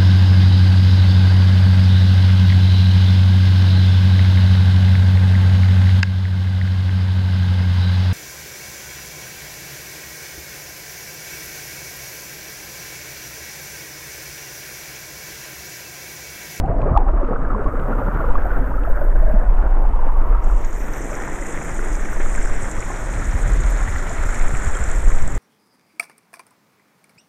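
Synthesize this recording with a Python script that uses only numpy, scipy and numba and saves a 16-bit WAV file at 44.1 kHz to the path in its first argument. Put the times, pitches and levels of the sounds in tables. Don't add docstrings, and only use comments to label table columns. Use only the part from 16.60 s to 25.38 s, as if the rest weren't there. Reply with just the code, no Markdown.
import sys
import numpy as np
from scipy import signal
from scipy.fft import rfft, irfft
from scipy.io import wavfile
from scipy.ndimage import uniform_filter1d
from numba import njit

SR = 44100
rng = np.random.default_rng(int(sys.argv[2]) if len(sys.argv) > 2 else 0)


def store_pcm(level_fs):
    pcm = np.round(np.clip(level_fs, -1, 1) * 32767).astype(np.int16)
    wavfile.write(sys.argv[1], SR, np.atleast_2d(pcm).T)


def field_ratio(decibels):
    return 10 ** (np.asarray(decibels, dtype=float) / 20)


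N = 387192
OPEN_S, BURST_S = 3.812, 3.8


def rms_one(x):
    return x / np.sqrt(np.mean(x ** 2) + 1e-20)


def in_time(rows):
    s, *columns = np.transpose(rows)
    return [np.interp(np.arange(N) / SR, s, c) for c in columns]


def ramp(start_s, length_s):
    return np.clip((np.arange(N) / SR - start_s) / length_s, 0, 1)


def drift(rate):
    r = np.exp(-40 * np.pi * rate / SR)
    slow = signal.lfilter([1], [1, -2 * r, r * r], rng.standard_normal(N // 20 + 4002))[4000:]
    return np.interp(np.arange(N) / 20, np.arange(len(slow)), rms_one(slow))


def colour(x, spectrum):
    size = 8192
    hz, level_db = np.transpose(spectrum)
    grid = np.maximum(np.fft.rfftfreq(size, 1 / SR), 1)
    cepstrum = irfft(np.log(field_ratio(np.interp(np.log(grid), np.log(hz), level_db))))
    cepstrum[1:size // 2] *= 2
    cepstrum[size // 2 + 1:] = 0
    pulse = irfft(np.exp(rfft(cepstrum)))
    return signal.oaconvolve(x, pulse / np.sqrt(np.sum(pulse ** 2)))[:N]


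def band(x, low_hz, high_hz, order=2):
    return rms_one(signal.sosfilt(signal.butter(order, [low_hz, high_hz], "band", fs=SR, output="sos"), x))


def low_pass(x, hz, order=4):
    return signal.sosfilt(signal.butter(order, hz, fs=SR, output="sos"), x)


def steady(x, size):
    return x / np.sqrt(uniform_filter1d(x ** 2, size=size) + 1e-9 * np.mean(x ** 2))


@njit
def moving_peak(x, hz, width, rate):
    y, r = np.zeros(len(x)), np.exp(-np.pi * width / rate * np.ones(len(x)))
    for i in range(2, len(x)):
        y[i] = x[i] - x[i - 2] + 2 * r[i] * np.cos(2 * np.pi * hz[i] / rate) * y[i - 1] - r[i] ** 2 * y[i - 2]
    return y


def pops(per_s, spread_db):
    sizes = field_ratio(spread_db * np.minimum(rng.exponential(1, N), 4.5)) * rng.choice([-1, 1], N)
    return rms_one(sizes * (rng.random(N) < per_s / SR))


def white_water(flicker_db, rate, per_s, spread_db, pop_db):
    hiss = rng.standard_normal(N) * field_ratio(flicker_db * drift(rate))
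    return rms_one(hiss + field_ratio(pop_db) * pops(per_s, spread_db))


def bubbles(per_s, low_hz, high_hz, cycles):
    clicks, sizes = pops(per_s, 2.5), rng.integers(0, 16, N)
    out = np.zeros(N)
    for k, hz in enumerate(np.geomspace(low_hz, high_hz, 16)):
        r, w = field_ratio(-60 * hz / (cycles * SR)), 2 * np.pi * hz / SR
        mine = clicks * (sizes == k) + 1e-18
        out += signal.lfilter([0, np.sin(w) * hz ** 0.48], [1, -2 * r * np.cos(w), r * r], mine)
    return rms_one(out)


def tones(events, rise):
    out = np.zeros(N)
    for s, peak_db, hz, t60 in events:
        t60 = np.clip(t60, .006, .15)
        t = np.arange(int(t60 * SR)) / SR
        shape = (1 - np.exp(-1.5 * t * hz)) * field_ratio(peak_db - 60 * t / t60)
        i = round(s * SR)
        out[i:i + len(t)] += (shape * np.sin(2 * np.pi * hz * t * (1 + rise * t / t60)))[:N - i]
    return out


def swells(events, rise, swell):
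    out = np.zeros(N)
    for s, peak_db, hz, length in events:
        length = np.clip(length, .003, .03)
        t = np.arange(-int(1.2 * length * SR), int(2 * length * SR)) / SR
        side = length * np.where(t < 0, swell, .8)
        shape = field_ratio(peak_db) * np.exp(-(t / side) ** 2)
        i = round((s - .22 * length + t[0]) * SR)
        out[i:i + len(t)] += shape * np.sin(2 * np.pi * hz * t * (1 + rise * t / length))
    return out


def bursts(events, spectrum, decay_s):
    gate = np.zeros(N)
    gate[[round(s * SR) for s, db in events]] = field_ratio(np.array(events)[:, 1])
    gate = signal.lfilter([1], [1, -np.exp(-1 / (decay_s * SR))], gate + 1e-18)
    return colour(gate * rng.standard_normal(N), spectrum)


def port_rings(events, width_hz, decay_s):
    size = 600
    out, n = np.zeros(N + size), np.arange(size)
    for s, peak_db, hz in events:
        puff = rng.standard_normal(size) * np.exp(-n / (decay_s * SR)) * np.minimum(n / 90, 1)
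        centre = np.full(size, 1.0 * hz)
        ring = moving_peak(moving_peak(puff, centre, width_hz, SR), centre, 2 * width_hz, SR)
        i = round(s * SR)
        out[i:i + size] += field_ratio(peak_db) * ring / np.max(abs(ring))
    return out[:N]


def cavity(hz, width_hz, skirt_hz):
    hz = hz * (1 + .03 * drift(9))
    water = white_water(2.5, 18, 90, 2.0, -6) * field_ratio(1.5 * drift(5))
    return steady(moving_peak(moving_peak(water, hz, width_hz, SR), hz, skirt_hz, SR), size=20000)


# (time [s], sway level [dB])
HAND_SWING = [(0.0, -31.5), (1.17, -20), (1.51, -39), (1.69, -14.5), (5.48, -34), (5.55, -21),
              (7.48, -33.5), (7.8, -13), (8.78, -11.5)]
# (time [s], flutter level [dB])
SLOSH_SHAKE = [(0, -22.5), (.55, -11), (.65, -19.5), (2.3, -17.5), (2.5, -10.5), (3.95, -11.5),
               (4.26, -23.5), (5.1, -27.5), (5.2, -17), (6.36, -25), (6.9, -14.5), (7.15, -15), (7.45, -22),
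               (7.7, -17), (8.2, -23.5), (8.5, -11), (8.62, -45), (8.78, -15)]
# (time [s], flutter pitch [Hz])
FLUTTER_PITCH = [(0, 45), (.55, 14.4), (.9, 27), (2.2, 38.4), (2.45, 22), (3, 29.3), (3.35, 12.5),
                 (3.7, 27.6), (4, 15), (4.6, 9.6), (5.5, 14.7), (6.4, 29.6), (7, 41.7), (7.4, 22.5),
                 (8.78, 28.7)]
# (time [s], level [dB])
PORT_BUFFET = [(0, -17), (.2, -26), (.35, -16.5), (.45, -42), (.85, -27.5), (1.2, -28.5), (2.15, -30.5),
               (2.7, -31.5), (3.3, -40), (4.4, -38.5), (5.6, -37.5), (6.4, -33.5), (6.8, -25.5), (7.1, -29),
               (7.5, -36), (8.1, -27.5), (8.6, -29.5), (8.78, -28.5)]


def membrane_rocking():
    sway = steady(band(rng.standard_normal(N), 5, 14), size=12000)
    sway *= field_ratio(in_time(HAND_SWING)[0] + 4.3 * drift(1.07))
    flutter = moving_peak(rng.standard_normal(N), in_time(FLUTTER_PITCH)[0], 11.0, SR)
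    flutter = steady(low_pass(band(flutter, 14, 48), 52), size=5000)
    flutter *= field_ratio(in_time(SLOSH_SHAKE)[0])
    buffet = band(rng.standard_normal(N) * field_ratio(3.36 * drift(19)), 24.0, 118.4)
    buffet *= field_ratio(in_time(PORT_BUFFET)[0])
    pause_s, pause_half_s = .36, .035
    free = 1 - .93 * np.exp(-((np.arange(N) / SR - pause_s) / pause_half_s) ** 4)
    return low_pass(free * (sway + flutter + buffet), 330)


# (time [s], peak level [dB], pitch [Hz], t60 [s])
WIND_GUSTS = [(6.026, -23, 87, 0.095), (6.175, -25, 88.8, 0.091), (6.562, -21, 80.7, 0.1),
              (6.661, -15, 61.9, 0.11), (6.737, -10, 78.1, 0.065), (6.917, -18, 61.5, 0.088),
              (7.04, -31, 72.7, 0.1), (7.123, -26, 61.9, 0.091), (7.277, -21, 88.8, 0.1),
              (7.343, -18, 70.0, 0.1), (7.448, -29, 80, 0.084), (7.585, -20, 61.9, 0.15),
              (7.809, -25, 61.9, 0.11), (7.929, -35, 91.5, 0.068), (8.064, -13, 68, 0.084),
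              (8.197, -16, 61.9, 0.14), (8.276, -19, 61.9, 0.1), (8.448, -25, 80.7, 0.14)]


def wind_gusts():
    return low_pass(field_ratio(9.5) * tones(WIND_GUSTS, -.1), 300)


# (time [s], level [dB])
SEAM_CLEAR = [
    (.4, -31),
    (.7, -30),
    (1.25, -5.5),
    (2.55, -3),
    (2.9, -11),
    (3.9, -8),
    (4.25, 0),
    (4.7, -6),
    (6.5, -8),
    (8.1, -6.5),
]
# (frequency [Hz], level [dB per Hz])
SEAM_RESONANCE = [(9000, -43), (11200, -13.5), (12200, -1), (13200, -3.5), (14400, -13), (15000, -15),
                  (15400, -37.5)]
# (time [s], peak level [dB], pitch [Hz])
SEAM_DROPS = [(4.4566, -40.5, 11940), (4.7345, -42.5, 13000), (4.7809, -52, 12100), (4.8674, -42, 12400),
              (5.0417, -40, 12200), (5.144, -44, 12500), (5.1931, -37.5, 10260), (5.4583, -43.5, 10800),
              (5.8266, -39, 10300), (6.913, -46, 11200), (7.0997, -31.5, 12100), (7.2308, -37, 10000),
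              (7.312, -41, 10430), (7.5286, -39.5, 11060), (7.6331, -48, 11800), (7.7895, -37.5, 10000),
              (8.039, -35, 10450), (8.6062, -45, 11800)]


def seam_leak():
    clear_db, = in_time(SEAM_CLEAR)
    lower = field_ratio(-66 + 0.25 * clear_db) * band(rng.standard_normal(N), 6030, 10040, order=4)
    lower *= 1 - ramp(OPEN_S, .01)
    top = field_ratio(-58.5 + clear_db) * colour(white_water(4.1, 24, 300, 3.0, -2.0), SEAM_RESONANCE)
    return top + lower + field_ratio(-5) * port_rings(SEAM_DROPS, 900.0, 0.003)


# (frequency [Hz], level [dB per Hz])
RIVER_SPECTRUM = [(300, -41), (550, 0), (1010, -2), (1400, 0), (1840, 0.5), (2180, -4.5), (2850, -17.5),
                  (3500, -18), (4100, -27.5), (4600, -48.5), (6000, -68.5), (16000, -85)]


def river_rush(near_db):
    t = np.arange(N) / SR
    rush = field_ratio(4) * colour(white_water(1.2, 29, 250, 6.9, -13.0), RIVER_SPECTRUM)
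    rush += field_ratio(-1 + 2.5 * drift(5)) * low_pass(bubbles(160, 800, 2300, 18.0), 2600)
    hollow = rms_one(moving_peak(white_water(3.3, 27, 80, 2.5, -10), np.full(N, 1400.0), 200.0, SR))
    hollow_db = np.interp(t, [6.6, 7.4, 8.3, 8.6], [-20.0, -2.5, 3.0, -25])
    rush += field_ratio(hollow_db) * low_pass(hollow, 2370)
    rush *= field_ratio(near_db - 10 * np.exp(-abs(t - BURST_S) / 0.052))
    roar = low_pass(band(white_water(0.4, 13.0, 200, 6.9, -10.5), 110, 575), 2500)
    roar *= field_ratio(-34.5 - 0.51 * (t - BURST_S) + 1)
    return ramp(3.636, 0.73) * (rush + roar)


# (time [s], peak level [dB])
STONE_SLAPS = [
    (4.04, -37),
    (4.335, -34),
    (4.36, -37),
    (5.6, -29.5),
]


def wavelet_slaps():
    return bursts(STONE_SLAPS, RIVER_SPECTRUM, 0.026)


# (time [s], level [dB])
EDDY_BOOM = [
    (4.3, -49),
    (4.6, -43),
    (5.7, -42),
    (6.0, -61),
]


def eddy():
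    return field_ratio(in_time(EDDY_BOOM)[0]) * cavity(np.full(N, 311.0), 100.0, 250.0)


# (time [s], peak level [dB], pitch [Hz], t60 [s])
SMALL_RIVER_BUBBLES = [(4.5148, -31, 1440, 0.038), (4.5992, -30, 1760, 0.057), (4.8241, -25, 1960, 0.025),
                       (5.1923, -17, 1390, 0.018), (5.53, -19, 1440, 0.016), (5.7793, -16, 1560, 0.02),
                       (5.8733, -21.5, 1520, 0.025), (6.183, -23, 1200, 0.027), (6.3023, -25.5, 1035, 0.07),
                       (6.621, -20, 1340, 0.034), (7.3602, -19, 1890, 0.015), (7.433, -35, 1490, 0.025),
                       (7.5044, -27, 1390, 0.028), (7.6891, -16.5, 1430, 0.021), (8.094, -33, 1330, 0.021),
                       (8.214, -22.5, 1470, 0.023)]
# (time [s], peak level [dB], pitch [Hz], t60 [s])
LARGE_RIVER_BUBBLES = [(4.518, -21, 584, 0.045), (4.591, -24, 380, 0.04), (5.093, -33, 404, 0.037),
                       (5.599, -15.5, 360, 0.038), (5.833, -20.5, 634, 0.031), (6.301, -19.5, 774, 0.034),
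                       (6.769, -27, 530, 0.045), (6.872, -24, 547, 0.04), (7.118, -23, 614, 0.04),
                       (7.504, -19, 650, 0.044), (8.489, -36, 486, 0.031)]


def river_bubbles():
    return tones(SMALL_RIVER_BUBBLES, 0.089) + tones(LARGE_RIVER_BUBBLES, .1)


def patchy_spray(patchy_db, rate):
    edges, hiss = np.geomspace(3000, 16000, 8), np.zeros(N)
    for low, high in zip(edges, edges[1:]):
        flicker = field_ratio(patchy_db * drift(rate) + drift(2.4))
        hiss += band(rng.standard_normal(N), low, high) * np.sqrt(high - low) * flicker
    return rms_one(rms_one(hiss) * field_ratio(1.3 * drift(25)) + field_ratio(-10) * pops(300, 3.3))


# (frequency [Hz], level [dB per Hz])
SPRAY_SPECTRUM = [(3500, -60), (4800, -1), (5250, -5), (5700, -4), (6400, 2), (7100, 8.5), (8300, 5),
                  (9400, -5), (11300, -10.5), (14400, -29), (16000, -45)]


def spray_hiss(near_db, port_hz):
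    spray = patchy_spray(2.65, 120)
    port = rms_one(moving_peak(moving_peak(spray, port_hz, 940.0, SR), port_hz, 1100.0, SR))
    spray = field_ratio(-1.5) * rms_one(colour(spray, SPRAY_SPECTRUM)) + field_ratio(-11.5) * band(port, 4500, 13000)
    wet_loss_db, drying_s = 9.5, .3
    wet_db = wet_loss_db * np.exp(-np.maximum(np.arange(N) / SR - OPEN_S, 0) / drying_s)
    return ramp(OPEN_S, 0.011) * field_ratio(near_db - 2.6 - wet_db) * spray


# (time [s], pitch [Hz], level [dB])
WET_PORT_MODE = [
    (3.85, 5820, -57),
    (4.4, 6000, -47),
    (5.3, 5920, -50),
    (6.1, 5780, -43),
    (6.7, 5820, -51.5),
    (7.7, 5420, -48.5),
    (8.3, 5800, -50),
    (8.78, 5950, -53),
]


def wet_mode():
    hz, level_db = in_time(WET_PORT_MODE)
    ring = moving_peak(patchy_spray(4.8, 40), hz, 700.0, SR)
    return ramp(OPEN_S, .012) * field_ratio(level_db - 5.0) * band(ring, 5130, 6700, order=4)


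# (time [s], level under the port resonance [dB])
DRYING_FILM = [
    (4.0, -61),
    (5.4, -59),
    (6.9, -48.5),
    (7.9, -48.5),
    (8.78, -53.5),
]


def film_gap():
    after = np.arange(N) / SR > 4
    return after * field_ratio(in_time(DRYING_FILM)[0] - 3.0) * band(white_water(2.3, 46, 160, 4.0, -1.5), 3270, 5300)


# (time [s], peak level [dB], pitch [Hz])
PORT_DROPS = [(3.8417, -35.5, 7200), (4.0458, -27.5, 6550), (4.1266, -32, 7100), (4.3341, -28, 6240),
              (4.5511, -27, 6830), (4.6205, -30.5, 6980), (4.6793, -31, 7000), (4.7148, -32, 7180),
              (4.9228, -24.5, 7700), (5.0171, -40, 7080), (5.0919, -30, 7130), (5.1802, -30.5, 6670),
              (5.246, -27.5, 7990), (5.3528, -24.5, 6850), (5.699, -48.5, 7260), (5.7584, -24, 7500),
              (5.7793, -30, 7250), (5.8257, -23, 7600), (5.8557, -23, 7550), (5.8961, -33, 7170),
              (5.9894, -36.5, 7100), (6.0298, -23.5, 7420), (6.0961, -28, 7800), (6.1121, -23.5, 7350),
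              (6.151, -32, 7340), (6.2034, -21.5, 7330), (6.4593, -33.5, 7070), (6.6528, -29, 6660),
              (6.8289, -26.5, 7520), (6.8753, -27, 6730), (6.9182, -27.5, 7060), (6.9337, -24, 6980),
              (7.1233, -30.5, 7000), (7.3767, -31.5, 6900), (7.4934, -26, 6800), (7.5279, -31, 7000),
              (7.6351, -28, 6930), (7.6895, -28, 7000), (7.7533, -30, 7060), (7.7923, -21, 7100),
              (7.8806, -25, 7270), (7.9684, -24, 7360), (8.0192, -26.5, 7220), (8.0457, -20, 6980),
              (8.14, -34.5, 6920), (8.1674, -21, 7660), (8.2158, -28, 7470), (8.2382, -17, 7350),
              (8.2976, -28.5, 7060), (8.3131, -19, 7300), (8.3585, -22.5, 7370), (8.3829, -29, 7100),
              (8.4812, -24, 7080), (8.5001, -24.5, 6970), (8.5465, -34.5, 7000), (8.6224, -26, 7080),
              (8.6753, -22.5, 7300), (8.7491, -23, 7560)]


def port_drops():
    return field_ratio(-3) * low_pass(port_rings(PORT_DROPS, 940.0, 0.0024), 9900)


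# (time [s], nearness of the rapids [dB], port resonance [Hz])
RAPIDS_NEARNESS = [
    (3.8, -46, 6900),
    (4.5, -41.5, 7160),
    (4.95, -40, 7040),
    (5.58, -41, 6990),
    (5.9, -39.5, 7360),
    (6.4, -40, 6990),
    (6.93, -39, 6920),
    (7.9, -38.5, 7380),
    (8.5, -39.5, 7500),
    (8.78, -43, 7460),
]


def open_port():
    near_db, port_hz = in_time(RAPIDS_NEARNESS)
    air = river_rush(near_db) + spray_hiss(near_db, port_hz) + film_gap() + wet_mode()
    notch_hz, notch_width_hz = 4750, 1200
    air -= .68 * signal.lfilter(*signal.iirpeak(notch_hz, notch_hz / notch_width_hz, SR), air)
    return air + eddy() + river_bubbles() + port_drops() + wavelet_slaps()


def lull():
    start_s = 0.27
    return field_ratio(-4 * ramp(start_s, 0.0058) * (0.5 - ramp(start_s, 0.18)))


# (frequency [Hz], level [dB per Hz])
PLUG_SPECTRUM = [(500, -7), (1000, 2), (1500, -17), (2000, -18.5), (2640, -23.5), (3500, -33),
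                 (4200, -39.5), (6000, -42.5), (13000, -110)]


def plug_hiss():
    thick_db, thin_db, thin_at_s = -55, -49, 2.44
    hiss_db = thick_db + (thin_db - thick_db) * ramp(0, thin_at_s) + 2.1 * drift(0.75)
    hiss = field_ratio(hiss_db + 8.0) * colour(white_water(2.0, 36, 180, 6.3, -23.5), PLUG_SPECTRUM)
    crackle = band(2 * pops(90, 2.5) + rng.standard_normal(N), 4500, 5500)
    return lull() * hiss + field_ratio(-79 + 2 * drift(3)) * crackle


def pool_slosh(vigour_db):
    water_db = vigour_db - 1 - 0.84 * (np.arange(N) / SR - 1.5)
    slosh = field_ratio(water_db) * band(white_water(3.35, 14.6, 150, 1.0, -9.0), 150, 743)
    babble = field_ratio(water_db - 12 + 3.5 * drift(6)) * low_pass(bubbles(150, 350, 1500, 22.0), 1700)
    return slosh + lull() * ramp(.08, .15) * babble


# (time [s], pitch [Hz], level [dB])
UPPER_POCKET = [
    (.2, 1310, -41),
    (.33, 1050, -23.5),
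    (1.0, 1230, -21),
    (1.75, 1290, -20),
    (2.7, 1540, -27.5),
    (2.9, 1390, -26),
    (3.9, 1270, -40),
]


def air_cavities(vigour_db, low_hz):
    high_hz, high_db = in_time(UPPER_POCKET)
    low = field_ratio(vigour_db - 5.0) * cavity(low_hz, np.maximum(70, low_hz * 0.69 - 385), low_hz)
    high = field_ratio(high_db - 16.5) * cavity(high_hz, 0.38 * high_hz, 500.0) * lull()
    under = field_ratio(-37) * (1 - ramp(2.1, 0.29)) * cavity(np.full(N, 261.0), 44.0, 140.0)
    return low + high + under


# (centre time [s], peak level [dB], pitch [Hz], length [s])
LARGE_GURGLES = [(0.045, -20.5, 756, 0.026), (0.051, -24, 790, 0.015), (0.102, -15, 476, 0.0056),
                 (0.12, -21, 680, 0.02), (0.147, -19, 624.0, 0.0063), (0.195, -16, 660, 0.0062),
                 (0.232, -18, 602.0, 0.0043), (0.267, -14.5, 400, 0.0073), (0.282, -18.5, 553, 0.011),
                 (0.475, -22, 790, 0.028), (0.479, -34, 740, 0.021), (0.497, -21, 613, 0.013),
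                 (0.544, -22.5, 645.0, 0.0081), (0.623, -23.5, 555, 0.018), (0.649, -28, 544, 0.02),
                 (0.691, -19, 460, 0.014), (0.717, -20, 484, 0.013), (0.726, -18, 784, 0.0035),
                 (0.758, -22, 476, 0.0075), (0.966, -23.0, 425, 0.016), (0.998, -19.5, 403, 0.015),
                 (1.142, -23, 463, 0.011), (1.179, -23, 567, 0.0075), (1.262, -26.0, 597, 0.01),
                 (1.291, -26, 538.0, 0.0074), (1.354, -23, 452.0, 0.008), (1.396, -21, 830, 0.0068),
                 (1.416, -20, 818.0, 0.0037), (1.418, -20, 520, 0.008), (1.612, -22.5, 625, 0.015),
                 (1.644, -17, 513, 0.0057), (1.69, -25, 490, 0.024), (1.86, -22, 710.0, 0.014),
                 (1.926, -25.0, 516.0, 0.011), (2.278, -19.5, 660, 0.0085), (2.301, -20, 534, 0.0061),
                 (2.373, -25, 581.0, 0.011), (2.419, -17, 587, 0.0086), (2.634, -22, 624.0, 0.014),
                 (2.685, -21, 620, 0.011), (2.702, -22, 602.0, 0.016), (2.764, -21.5, 633, 0.012),
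                 (2.988, -26.5, 820, 0.013), (3.254, -21, 818.0, 0.0053), (3.435, -20.5, 820, 0.0069)]
# (centre time [s], peak level [dB], pitch [Hz], length [s])
SMALL_PLINKS = [(0.102, -24, 950, 0.003), (0.234, -25.5, 1033.0, 0.011), (0.29, -22, 1170, 0.0054),
                (0.488, -24, 1291.0, 0.0057), (0.492, -21.0, 990.0, 0.006), (0.733, -17, 1200, 0.0031),
                (0.761, -24, 1210, 0.0074), (0.762, -30, 1464.0, 0.0077), (0.851, -26.0, 1580, 0.0055),
                (0.905, -18.5, 1250, 0.007), (0.95, -16.5, 1030, 0.0052), (1.066, -22, 1090, 0.016),
                (1.119, -28, 1240, 0.014), (1.157, -29, 1248.0, 0.0084), (1.23, -26.5, 1300, 0.011),
                (1.331, -21, 1378.0, 0.0096), (1.432, -30, 1378.0, 0.013), (1.484, -19, 905, 0.0034),
                (1.574, -26, 1190, 0.009), (1.602, -23, 1150, 0.0081), (1.608, -23.5, 1375, 0.012),
                (1.643, -20, 1150, 0.0053), (1.71, -21.5, 960, 0.0084), (1.757, -15, 1130, 0.0066),
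                (1.785, -25, 1640, 0.006), (1.911, -22.5, 1440, 0.006), (1.969, -28, 1460, 0.0069),
                (2.026, -28, 1560, 0.0063), (2.119, -23, 925.0, 0.0068), (2.142, -26, 1210, 0.0091),
                (2.184, -25.0, 1280, 0.0096), (2.252, -25, 1291.0, 0.0066), (2.375, -32, 1378.0, 0.0082),
                (2.418, -30, 1480, 0.0095), (2.56, -29, 1560, 0.0086), (2.865, -35, 1440, 0.019),
                (3.34, -28, 930, 0.011), (3.396, -25, 965, 0.016), (3.506, -25, 940, 0.0089),
                (3.75, -24, 1240, 0.0066), (3.756, -27, 920, 0.014)]
# (centre time [s], peak level [dB], pitch [Hz], length [s])
POCKET_POP = [
    (.344, -23, 1250, .004),
    (.3545, -17, 1150, .003),
    (.355, -17, 650, .004),
    (.3655, -10, 1170, .003),
    (.368, -13, 720, .005),
    (.3765, -4.5, 850, .004),
    (.3855, -19, 850, .006),
    (.397, -23, 820, .005),
    (.404, -23, 800, .006),
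    (.42, -22, 790, .008),
]


def gurgles():
    plug_bubbles = swells(LARGE_GURGLES, 0.017, .2) + swells(SMALL_PLINKS, 0.017, .2)
    return field_ratio(-0.5) * plug_bubbles + swells(POCKET_POP, .01, .6)


# (time [s], peak level [dB])
HOUSING_DROPS = [(0.06, -46), (0.2181, -41), (0.484, -52), (0.6481, -47), (1.0427, -46.5), (1.1983, -46.5),
                 (1.413, -58), (1.5765, -60), (1.7566, -49), (2.236, -45), (2.74, -46), (2.9708, -54)]
# (frequency [Hz], level [dB per Hz])
HOUSING_SPECTRUM = [(800, -42.5), (2600, 7), (3500, -8.5), (4500, -10), (5400, -23.5), (7000, -15),
                    (9000, -30), (12000, -30), (16000, -62)]


def housing_drops():
    return field_ratio(3.5) * bursts(HOUSING_DROPS, HOUSING_SPECTRUM, 0.0015)


# (time [s], gurgle vigour [dB], low cavity pitch [Hz])
DRAINING_PLUG = [
    (0, -32, 700),
    (.3, -27.5, 595),
    (.45, -33, 796),
    (.7, -33.5, 498),
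    (1.8, -30.5, 560),
    (2.1, -35, 520),
    (2.5, -31.5, 590),
    (2.85, -33, 655),
    (3.75, -31.5, 1060),
    (4.3, -52, 1210),
]


def plugged_port():
    vigour_db, low_hz = in_time(DRAINING_PLUG)
    left = 1 - ramp(3.91, 0.53)
    water = left * (pool_slosh(vigour_db) + air_cavities(vigour_db, low_hz))
    return left * plug_hiss() + low_pass(water + gurgles(), 1940) + housing_drops()


# (time [s], peak level [dB], pitch [Hz], t60 [s])
HOUSING_KNOCKS = [
    (.036, -9, 120, .04),
    (.3345, -2, 105, .05),
    (.2165, -33, 2450, .015),
    (2.738, -8, 200, .05),
    (8.152, -33, 3200, .03),
]
# (centre time [s], peak level [dB], pitch [Hz], length [s])
POCKET_HEAVE = [
    (.3728, -3.5, 40, .016),
]
# (time [s], peak level [dB], pitch [Hz], t60 [s])
HOUSING_GLUGS = [
    (0.531, -17.5, 345, 0.052),
    (0.63, -8.5, 340, 0.029),
    (0.703, -14, 210, 0.057),
    (0.822, -21, 172, 0.071),
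    (0.943, -18, 206, 0.13),
    (1.054, -13, 320, 0.016),
    (1.197, -29, 234, 0.081),
    (1.48, -11.5, 185, 0.05),
    (1.845, -33, 161, 0.041),
    (2.205, -21, 275, 0.085),
]


def housing_thuds():
    heave = low_pass(swells(POCKET_HEAVE, 0, .6), 900)
    return tones(HOUSING_KNOCKS, 0.016) - heave + low_pass(tones(HOUSING_GLUGS, 0.078), 1200)


def scene():
    pushed = -.34 * np.exp(-np.arange(N) / (0.0087 * SR))
    around = membrane_rocking() + wind_gusts() + seam_leak() + open_port()
    return (pushed + around + plugged_port() + housing_thuds())[None]


def band_limit(x):
    return signal.sosfilt(signal.butter(12, 15290, fs=SR, output="sos"), x)


def record(dry):
    mix = np.clip(dry, -.975, .975)
    return band_limit(mix)


dry = scene()
out = record(dry)
store_pcm(out)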